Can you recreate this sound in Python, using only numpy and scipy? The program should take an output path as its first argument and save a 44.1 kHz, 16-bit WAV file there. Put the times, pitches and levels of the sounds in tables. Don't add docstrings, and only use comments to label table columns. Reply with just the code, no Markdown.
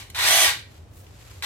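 import sys
import numpy as np
from scipy import signal
from scipy.fft import rfft, irfft
from scipy.io import wavfile

SR = 44100
rng = np.random.default_rng(int(sys.argv[2]) if len(sys.argv) > 2 else 0)


def wav_record(signal):
    frames = np.transpose(np.atleast_2d(signal))
    bounded = np.clip(frames, -1, 1)
    quanta = np.round(bounded * 32767).astype(np.int16)
    wavfile.write(sys.argv[1], SR, quanta)


N = 63945
T = np.arange(N) / SR
SIZE = 2 ** 17
HZ = np.maximum(np.arange(SIZE // 2 + 1) * SR / SIZE, 1)
FULL_SPEED, REVERSAL_PHASE = 50.35, .3
CUTOFF_HZ = 16100


def from_db(db):
    return 10 ** (np.asarray(db) / 20)


def rms_one(x):
    return x / np.sqrt(np.mean(x ** 2) + 1e-20)


def in_time(rows):
    return np.interp(T, *np.transpose(rows))


def at_hz(points, hz=HZ):
    f, v = np.transpose(points)
    return np.interp(np.log(hz), np.log(f), v)


def pan(db):
    return from_db(np.array([[1], [-1]]) * db / 2)


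def shape(x, gain):
    cepstrum = irfft(np.log(gain + 1e-9))
    cepstrum[1:SIZE // 2] *= 2
    cepstrum[SIZE // 2 + 1:] = 0
    return irfft(rfft(x, SIZE) * np.exp(rfft(cepstrum)))[..., :N]


def drift(hz):
    return rms_one(irfft(rfft(rng.standard_normal(SIZE)) / (1 + (HZ / hz) ** 2))[:N])


def passes(turns):
    return np.flatnonzero(np.diff(np.floor(turns)) > 0)


# f/Hz, correlation
COHERENCE = [(50, 1), (120, 0.93), (300, 0.72), (800, 0.05), (2000, 0.14), (8000, 0.07)]
def stereo_noise(db=0):
    alike = at_hz(COHERENCE)
    mid, side = rfft(rng.standard_normal((2, SIZE)))
    spectrum = np.sqrt(1 + alike) * mid + np.sqrt(1 - alike) * side * [[1], [-1]]
    return rms_one(irfft(from_db(db) * spectrum)[:, :N])


# t/s, f/Hz
STROKE_RATE = [(0, 7), (.06, 0), (.146, 0), (.165, 14), (.2, 27.5), (.24, 37.5), (.285, 47), (.315, 49.5),
               (.35, 51.5), (.385, 51.5), (.435, 49.5), (.475, 43), (.52, 33), (.6, 19.5), (.65, 16),
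               (.75, -0.5), (1.423, 0.5), (1.45, 20)]
# t/s, level/dB
DRIVE_LEVEL = [(0, -35), (.02, -38.5), (.05, -49), (.1, -54.5), (.144, -54), (.147, -33), (.172, -32),
               (.182, -27), (.225, -23.5), (.24, -21), (.295, -18.5), (.44, -17.5), (.495, -23),
               (.535, -35), (.6, -49.5), (.66, -69), (.72, -85.5), (1.422, -84), (1.4245, -32),
               (1.45, -30.5)]
def motor_motion():
    speed = np.maximum(in_time(STROKE_RATE), 0)
    return speed, np.cumsum(speed) / SR, from_db(in_time(DRIVE_LEVEL))


# f/Hz, bandwidth/Hz, level/dB
CASING_MODES = [(840, 38, 7.5), (944, 40, 3), (1153, 55, 8.5), (1440, 30, -14.5), (1569, 65, 10.5),
                (1970, 130, 6.5), (1973, 40, 8), (2240, 130, 4.5), (2344, 70, 1), (3000, 140, 5.5),
                (3870, 240, -1.5), (4160, 100, 2), (5880, 70, 3), (7170, 260, -3.5), (9100, 91, 1),
                (12500, 420, -3)]
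# f/Hz, level/dB
CASING_RESPONSE = [(100, -54.5), (240, -24), (350, -12), (520, -11), (750, -10.5), (1050, -7), (1400, -8),
                   (2300, -.5), (3900, 0), (5200, -1.5), (7500, -4), (11000, -8.5), (13500, -8),
                   (16000, -16)]
def casing():
    peaks = sum(from_db(db) ** 2 / (1 + (2 * (HZ - hz) / width) ** 2) for hz, width, db in CASING_MODES)
    return rms_one(from_db(at_hz(CASING_RESPONSE)) * np.sqrt(1 + peaks))


def gears(speed, strokes, drive, contacts=256, periodic_share=0.33, chatter_per_s=9000):
    chatter = rng.choice([-1, 1], N) * from_db(3.5 * np.minimum(rng.exponential(1, N), 4))
    chatter *= rng.random(N) < chatter_per_s / SR
    faults = rms_one(rng.standard_normal(1024)[:contacts])
    at, teeth = passes(strokes * contacts), np.zeros(N)
    tooth = (strokes[at + 1] * contacts).astype(int) % contacts
    teeth[at] = faults[tooth] * np.sqrt(SR / contacts / np.maximum(speed[at], 10))
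    force = (np.sqrt(periodic_share) * teeth + np.sqrt(1 - periodic_share) * rms_one(chatter)) * drive
    force *= from_db(0.5 + 2.5 * np.cos(2 * np.pi * (2 * strokes + REVERSAL_PHASE)))
    soft = signal.sosfilt(signal.butter(1, 3380, fs=SR, output="sos"), force)
    treble = (force - soft) * from_db(0.04 * (speed - FULL_SPEED))
    return shape(soft + treble, casing())


# f/Hz, bandwidth/Hz, level/dB
GEARBOX_MODES = [(959, 53, -6), (1456, 37, -3.5), (1600, 70, -7.5), (1878.6, 43, 1), (2260, 76, -12.5),
                 (2385, 80, -5.5), (3465, 40, -9.5), (3696, 120, -2.5), (4070, 100, -6)]
def motor_strain(speed, strokes, drive, pulses_per_stroke=40, uneven=0.68, brake_share=0.91):
    acceleration = np.gradient(speed) * SR / 356
    torque = np.clip(np.maximum(acceleration, -brake_share * acceleration), 0, 1)
    at, force = passes(strokes * pulses_per_stroke + .15 * drift(200)), np.zeros(N)
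    strength = 1 + uneven * rng.standard_normal(N)[at]
    force[at] = strength * np.sqrt(SR / pulses_per_stroke / np.maximum(speed[at], 3))
    force = (force + rng.standard_normal(N)) / np.sqrt(2 + uneven ** 2)
    modes = sum(from_db(db) ** 2 / (1 + ((HZ / hz - hz / HZ) * hz / width) ** 2)
                for hz, width, db in GEARBOX_MODES)
    return shape(force * torque * drive * from_db(2), rms_one(np.sqrt(modes)))


# f/Hz, left-right level/dB
RATTLE_BALANCE = [(300, 4), (700, 4), (1300, -1), (2500, -2.5), (4500, 4.5), (8500, -1), (13000, 0)]
def casing_rattle(motion, faces=3):
    rattle = sum(workshop(gears(*motion) + motor_strain(*motion)) for _ in range(faces)) / np.sqrt(faces)
    return irfft(rfft(rattle, SIZE) * pan(at_hz(RATTLE_BALANCE)))[:, :N]


# order/cycles per stroke, level/dB re the drive at full speed,
# left-right level/dB, rms phase wander/rad, exponent of growth with speed
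WHINE_ORDERS = [(7.003, -26, -3.5, 0.24, 2.4), (13, -15, -6, 0.12, 12.6), (14.97, -18.5, 5, .2, 7.7),
                (16, -16, -5.5, .2, 3.8), (30.03, -16, -3.5, 0.23, 3.6), (38.6, -16, -4, 0.77, 2.5),
                (65.6, -10, -6, 1.06, 0.67), (121.14, -9, -10.5, 0.96, 0.98),
                (190.5, -11.5, -13.5, 2.07, 2.6), (240.7, -16, -10.5, 3.0, 2.5)]
def whine(speed, strokes, drive, wander_hz=92, radiation_hz=576):
    tones = 0
    for order, db, side_db, wander, power in WHINE_ORDERS:
        tone = np.sqrt(2) * np.sin(2 * np.pi * order * strokes + wander * drift(wander_hz))
        tones = tones + pan(side_db) * tone * drive * from_db(db) * (speed / FULL_SPEED) ** power
    return signal.sosfilt(signal.butter(2, radiation_hz, "high", fs=SR, output="sos"), tones)


# f/Hz, level/dB
RUMBLE_SPECTRUM = [(20, -33), (38, -20), (55, -4), (85, -.5), (115, -4.5), (145, -15.5), (210, -21),
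                   (400, -20), (800, -25.5), (1600, -35), (4000, -41), (9000, -48), (16000, -62.5)]
def room_rumble():
    return from_db(-46) * stereo_noise(at_hz(RUMBLE_SPECTRUM))


# t/s, level/dB, left-right level/dB, centre f/Hz
CLICK_EVENTS = [(.1005, -10.5, -2, 6500), (0.147, -7.5, -3, 1700), (.753, -24, 2, 2000),
                (1.066, -22, 2, 1700), (1.4234, -1, 0.5, 2000)]
def clicks(decay_s=0.0028, edge_ratio=2.17):
    force = 0
    for start, db, side_db, hz in CLICK_EVENTS:
        burst = rng.standard_normal(N) * (T >= start) * np.exp(-np.abs(T - start) / decay_s) + 1e-18
        band = signal.butter(1, [hz / edge_ratio, hz * edge_ratio], "band", fs=SR, output="sos")
        force = force + pan(side_db) * from_db(db - 20.5) * signal.sosfilt(band, burst)
    return shape(force, casing())


# f/Hz, level/dB
KNOCK_RESPONSE = [(100, -38.5), (250, -29.5), (360, -16.5), (540, -13.5), (665, 1), (735, 0.5), (815, 7),
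                  (950, -14), (1600, -6.5), (3000, -6.5), (6000, -13.5), (15000, -30)]
def blade_shaft(speed, strokes, drive, return_db=-2, spread_db=0.96):
    at, force = passes(2 * strokes + REVERSAL_PHASE), np.zeros(N)
    db = -7 + return_db * (np.arange(len(at)) % 2) + spread_db * rng.standard_normal(N)[:len(at)]
    db += 0.2 * (speed[at] - FULL_SPEED)
    force[at] = from_db(db) * drive[at] * np.sqrt(SR / 2 / FULL_SPEED)
    return shape(force, rms_one(from_db(at_hz(KNOCK_RESPONSE))))


# t/s, level/dB
RUB_LEVEL = [(.6, -66), (.76, -56), (.84, -68), (.92, -67.5), (.97, -59), (1.1, -59), (1.2, -54),
             (1.32, -50.5), (1.42, -55.5), (1.45, -60)]
# f/Hz, level/dB
RUB_SPECTRUM = [(200, -29), (500, -4.5), (1200, 2.5), (2500, 3), (4200, 0.5), (6000, -1.5), (7500, 0),
                (9000, -7.5), (12500, -4.5), (16000, -18)]
def handling(slide_s=0.99, slide_width_s=0.044, grain_db=1.5, grain_hz=120):
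    sleeve = stereo_noise(at_hz(RUB_SPECTRUM)) * from_db(in_time(RUB_LEVEL))
    slide = signal.sosfilt(signal.butter(2, 6000, "high", fs=SR, output="sos"), stereo_noise())
    slide *= from_db(-53) * np.exp(-.5 * ((T - slide_s) / slide_width_s) ** 2)
    return (sleeve + slide) * from_db(grain_db * drift(grain_hz))


# f/Hz, T60/s
REVERB_TIME = [(750, 0.26), (3200, 0.34), (7500, 0.27), (13000, 0.19)]
def workshop(x, nearer_db=0, tail_onset_s=.004, scatter_decay_s=0.0057, right_lag_s=.00009):
    noise, tail = rfft(stereo_noise(), SIZE), 0
    edges_hz = [0, 1500, 5000, 10000, SR]
    for low, high in zip(edges_hz, edges_hz[1:]):
        t60 = at_hz(REVERB_TIME, (low + high) / 2)
        tail = tail + irfft(noise * (HZ >= low) * (HZ < high))[:, :N] * from_db(-60 * T / t60)
    early = stereo_noise() * np.exp(-T / scatter_decay_s)
    wet, scatter = from_db(-3.5 - nearer_db), from_db(2.5 - nearer_db)
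    echoes = (wet * rms_one(tail * (T > tail_onset_s)) + scatter * rms_one(early)) / np.sqrt(N)
    direct = np.exp(-2j * np.pi * HZ * right_lag_s * np.array([[0], [1]]))
    response = (direct + rfft(echoes, SIZE)) / np.sqrt(1 + wet ** 2 + scatter ** 2)
    return irfft(rfft(x, SIZE) * response)[:, :N]


def scene():
    motion = motor_motion()
    rattle = casing_rattle(motion)
    near = workshop(blade_shaft(*motion) + whine(*motion) + clicks(), nearer_db=6)
    return rattle + near + handling() + room_rumble()


def record(dry):
    return signal.sosfilt(signal.ellip(12, .1, 90, CUTOFF_HZ, fs=SR, output="sos"), dry)


dry = scene()
out = record(dry)
wav_record(out)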